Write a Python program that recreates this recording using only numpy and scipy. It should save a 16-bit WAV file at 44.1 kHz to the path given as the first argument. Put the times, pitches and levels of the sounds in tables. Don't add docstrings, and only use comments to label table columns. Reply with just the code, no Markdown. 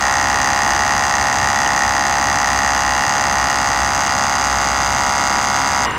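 import sys
import numpy as np
from scipy import signal
from scipy.fft import rfft, irfft
from scipy.io import wavfile

SR = 44100
rng = np.random.default_rng(int(sys.argv[2]) if len(sys.argv) > 2 else 0)


def to_wav(s):
    ch = np.atleast_2d(s).T
    pcm = np.round(np.clip(ch, -1, 1) * 32767)
    wavfile.write(sys.argv[1], SR, pcm.astype(np.int16))


N = 263718
T = np.arange(N) / SR

# (time [s], rate [strokes/s])
PISTON_SPEED = [(0.0, 69.07), (0.3, 68.57), (0.4, 69.328), (0.5, 68.542), (0.7, 69.569), (1.1, 68.944),
                (2.0, 68.981), (2.1, 68.598), (2.2, 69.05), (2.4, 68.884), (2.9, 69.454), (3.3, 68.929),
                (3.4, 69.234), (4.0, 68.944), (4.17, 69.143), (5.01, 68.833), (5.85, 68.864)]
PISTON_BLOWS = {"valve": (0.252, 0.027, 1.08, 0.73, 0.34), "push": (0.666, 0.036, 0.33, 0.27, 0.46),
                "return": (5.4, 0.021, 0.36, .2, 0.35), "refill": (7.12, 0.0078, 1.35, 1.2, 0.68)}
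CASE_MODES = { "valve": [(6020, 233, -44, -53), (6362, 680, -39, -42), (7150, 400, -52, -51.5),
              (8000, 450, -52, -55), (9490, 530, -58.5, -61.5), (10350, 630, -65.5, -74),
              (12100, 830, -66.5, -70), (14300, 1500, -68.5, -75)], "push": [(1054.5, 53, -29.5, -37.5),
              (1220.4, 227, -31, -32), (1374, 197, -34, -34.5), (1852, 192, -29.5, -41),
              (2670, 380, -44.5, -50.5), (3374, 340, -46, -49.5), (4050, 440, -48, -54.5),
              (4870, 380, -40.5, -41.5)], "return": [(541.2, 35.6, -34.5, -37.5), (745, 112, -32, -34.5),
              (814, 120, -26, -30.5), (955.8, 14, -36.5, -27), (1318, 217, -41, -39), (1938, 347, -40, -39),
              (2110, 40, -42.5, -35.5), (4863, 226, -45, -45)], "refill": [(2863, 117, -45, -43.5),
              (3720, 1840, -60.5, -54), (5720, 120, -52.5, -61), (6510, 1180, -49.5, -47),
              (7480, 1150, -57.5, -56.5), (11900, 4700, -74, -72)]}
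# (frequency [Hz], density [dB per Hz])
WHIRR_SPECTRUM = [(350, -10), (550, -7), (750, -1), (950, 5.5), (1350, 1), (1600, 1), (1950, -4),
                  (2350, -5.5), (2850, -10.5), (3300, -12), (6500, -22.5), (9000, -24), (15500, -52)]
# (frequency [Hz], width [Hz], level before the fade [dB])
COAST_TONES = [(331, 350, -30), (1040, 350, -23), (1580, 120, -33), (1884, 100, -31), (2080, 180, -31),
               (2830, 190, -33)]
# (time [s], level [dB])
WHINE_CURVE = [(0, -45), (.8, -41), (1.5, -53), (2.9, -36.5), (4.4, -48), (5.85, -52)]
# (frequency [Hz], density [dB per Hz])
HISS_SPECTRUM = [(1500, -20), (3600, -2.5), (4400, 4.5), (4900, -41), (5400, 5), (6500, -30), (7200, 0.5),
                 (10000, -8), (15500, -16)]
# (time [s], level [dB])
VALVE_TICKS = [(5.9103, -22), (5.9465, -34), (5.9785, -32)]
# (time [s], frequency [Hz], width [Hz], level [dB])
CASE_CLICKS = [(1.6635, 2960, 260, -18), (5.871, 2930, 130, -25)]
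# (frequency [Hz], density [dB per Hz])
RUMBLE_SPECTRUM = [(20, -42), (35, -26), (48, -8), (65, -1.5), (90, 0), (125, -2.5), (165, -6.5),
                   (260, -3.5), (330, -8), (420, -14), (700, -13), (2000, -58)]
# (time [s], level [dB])
DRONE_CURVE = [(0.0, -43), (0.03, -37), (2.81, -35), (2.91, -30), (3.13, -57), (3.4, -29), (3.58, -42),
               (3.8, -31), (4.36, -47), (4.51, -29), (5.71, -45), (5.83, -33), (5.98, -45)]
# (frequency [Hz], density [dB per Hz])
SIDE_SPECTRUM = [(20, 2), (70, 21), (250, 16), (600, 8), (1200, -14.5), (2200, 1), (5000, -4), (6500, 33.5),
                 (9000, -5), (15500, 2)]

FIRST_STROKE_S, STOP_S = .00839, 5.859
STROKES_PER_GEAR_TURN = 3.94
FIRST_MESHES_PER_STROKE, SECOND_MESHES_PER_STROKE = 40, 50
HALF_DRAINED_S, DRAINING_S = 4.06, 0.51
EFFORT_DB, EFFORT_RISE_DB = -0.3, 2
WHIRR_DB, WHIRR_EARLY_DB, WHIRR_SETTLE_S = -25.5, 1.3, 1
WHIRR_FREE_DB = 0.5
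CASE_SURGE_DB, CASE_SURGE_AT = 7.5, 0.17
DRONE_HZ, DRONE_SAG_HZ_PER_S = 62.5, 0.461
EDGE_HZ = 15900


def pump(grit_hz=5500, lowest_hz=470, sway_ms=0.027, hum_db=-44):
    drained = drained_share()
    cycles = strokes_done()
    mean_speed = curve(PISTON_SPEED).mean()
    stroke = np.arange(int(np.interp(STOP_S, T, cycles)) + 1)
    starts = np.interp(stroke, cycles, T + sway_ms * wander(10) / 1000)
    gear = 2 * np.pi * stroke / STROKES_PER_GEAR_TURN
    throb = np.cos(gear) + 1.8 * np.sin(2 * gear)

    case = np.zeros(N)
    for name, (delay_ms, late_ms, scatter_db, throb_db, grit) in PISTON_BLOWS.items():
        late, strong = rng.standard_normal((len(stroke), 2)).T
        times = starts + (delay_ms + late_ms * late) / 1000
        strengths = amp(scatter_db * strong + throb_db * throb)
        blows = impulses(times, strengths * SR / mean_speed)
        gritty = chatter(blows, seconds=0.0014)
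        for hz, width, full_db, drained_db in CASE_MODES[name]:
            share = np.clip(grit * min(hz / grit_hz, 1) ** 3, 0, 1)
            drive = np.sqrt(1 - share ** 2) * blows + share * gritty
            level_db = full_db + (drained_db - full_db) * drained
            case += amp(level_db) * ring(drive, hz, width)

    hz = np.fft.rfftfreq(N, 1 / SR)
    low_cut = 1 - np.exp(-(hz / lowest_hz) ** 4)
    case = irfft(rfft(case) * low_cut, N)
    hum = amp(hum_db) * evened(np.sin(2 * np.pi * 3 * cycles)) * (T < STOP_S)
    return (case + hum) * amp(EFFORT_DB + EFFORT_RISE_DB * drained)


def motor(case_hz=1870, case_width=170, case_db=-29, drained_db=-9, load_swing_db=1.95, hardest=0.67):
    cycles = strokes_done()
    load_db = load_swing_db * np.cos(2 * np.pi * (cycles - hardest)) * (T < STOP_S)
    settling_db = WHIRR_EARLY_DB * np.exp(-T / WHIRR_SETTLE_S)
    whirr_db = WHIRR_DB + settling_db + WHIRR_FREE_DB * (T > STOP_S)
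    whirr = noise(WHIRR_SPECTRUM) * amp(whirr_db + load_db)

    surge_db = CASE_SURGE_DB * (np.cos(2 * np.pi * (cycles - CASE_SURGE_AT)) - 1)
    scrape = amp(surge_db) * (T < STOP_S) * rng.standard_normal(N)
    case = evened(ring(scrape, case_hz, case_width)) * amp(case_db + drained_db * drained_share())

    free = (T > STOP_S) * np.exp(-np.maximum(T - STOP_S, 0) / 0.23)
    coast = np.zeros(N)
    for hz, width, db in COAST_TONES:
        coast += amp(db) * evened(ring(rng.standard_normal(N), hz, width))
    return whirr + case + free * coast


def gear_whine(trim_db=-3, second_db=-49, load_swing=.9, unsteady_turns=0.035):
    cycles = strokes_done()
    slip = unsteady_turns * wander(32)
    load = 1 + load_swing * np.cos(2 * np.pi * (cycles - .25))
    first = evened(np.sin(2 * np.pi * (FIRST_MESHES_PER_STROKE * cycles + slip)) * load)
    second = evened(np.sin(2 * np.pi * (SECOND_MESHES_PER_STROKE * cycles + slip)))
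    both = amp(curve(WHINE_CURVE) + trim_db) * first + amp(second_db) * second
    return both * (T < STOP_S)


def water(hiss_db=-40, fade_s=0.035):
    fade = np.exp(-np.maximum(T - STOP_S, 0) / fade_s)
    return amp(hiss_db) * noise(HISS_SPECTRUM) * fade


def ticks(tick_hz=6800, tick_width=900, grit=1.5, dull_hz=6000):
    times, db = np.transpose(VALVE_TICKS)
    blows = impulses(times, amp(db))
    keep = np.exp(-2 * np.pi * dull_hz / SR)
    rasp = signal.lfilter([1 - keep], [1, -keep], chatter(blows, seconds=.0008))
    return ring(blows, tick_hz, tick_width) * SR / (2 * tick_width) + grit * rasp


def handling(rasp_hz=3400, rasp_width=1500, rasp_db=10):
    out = np.zeros(N)
    for s, hz, width, db in CASE_CLICKS:
        click = impulses(np.array([s]), amp([db]))
        out += ring(click, hz, width) * SR / (2 * width)
        out += amp(rasp_db) * ring(chatter(click, seconds=.004), rasp_hz, rasp_width)
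    return out


def far_off(rumble_db=-30.5, drone_trim_db=-1.0, waver_hz=1.9, flutter_db=0.5):
    pitch_hz = DRONE_HZ - DRONE_SAG_HZ_PER_S * T + waver_hz * wander(4.4)
    tone = evened(np.sin(2 * np.pi * np.cumsum(pitch_hz) / SR))
    drone_db = curve(DRONE_CURVE) + drone_trim_db + flutter_db * wander(4)
    return amp(rumble_db) * noise(RUMBLE_SPECTRUM) + amp(drone_db) * tone


def recorder_hiss(floor_db=-54):
    return amp(floor_db) * rng.standard_normal(N)


def strokes_done():
    speed = curve(PISTON_SPEED)
    return np.cumsum(speed) / SR - FIRST_STROKE_S * speed[0]


def drained_share():
    return 1 / (1 + np.exp((HALF_DRAINED_S - T) / DRAINING_S))


def ring(x, hz, width):
    t, damping = T[:SR // 10], np.pi * width
    swell = 2 * damping ** 2 * t * np.exp(-damping * t)
    response = swell * np.sin(2 * np.pi * hz * t) / SR
    return signal.oaconvolve(x, response)[:N]


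def impulses(times, sizes):
    at = times[:, None] * SR
    near = np.floor(at).astype(int) + np.arange(-7, 9)
    clicks = sizes[:, None] * np.sinc(near - at) * np.sinc((near - at) / 8)
    out = np.zeros(N)
    np.add.at(out, np.clip(near, 0, N - 1), clicks)
    return out


def chatter(blows, seconds):
    keep = np.exp(-1 / (seconds * SR))
    energy = signal.lfilter([1 - keep], [1, -keep], blows ** 2 + 1e-20)
    return np.sqrt(energy) * rng.standard_normal(N)


def noise(points):
    hz, db = np.transpose(points)
    bins = np.fft.rfftfreq(N, 1 / SR)
    gain = amp(np.interp(np.log(bins + 1), np.log(hz), db))
    return evened(irfft(rfft(rng.standard_normal(N)) * gain, N))


def wander(rate_hz):
    low_pass = np.exp(-(np.fft.rfftfreq(N, 1 / SR) / rate_hz) ** 2)
    return evened(irfft(rfft(rng.standard_normal(N)) * low_pass, N))


def curve(rows):
    return np.interp(T, *np.transpose(rows))


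def evened(x):
    return x / np.sqrt(np.mean(x ** 2) + 1e-20)


def amp(db):
    return 10 ** (np.asarray(db) / 20)


def scene(side_db=-50):
    machine = pump() + motor() + gear_whine() + water() + ticks()
    middle = machine + handling() + far_off() + recorder_hiss()
    side = amp(side_db) * noise(SIDE_SPECTRUM)
    return np.array([middle + side, middle - side])


def record(dry, ceiling=0.85):
    rounded = dry / (1 + (dry / ceiling) ** 6) ** (1 / 6)
    band = signal.firwin(511, EDGE_HZ, window=("kaiser", 9), fs=SR)
    return signal.oaconvolve(rounded, band[None], "same", axes=1)


dry = scene()
out = record(dry)
to_wav(out)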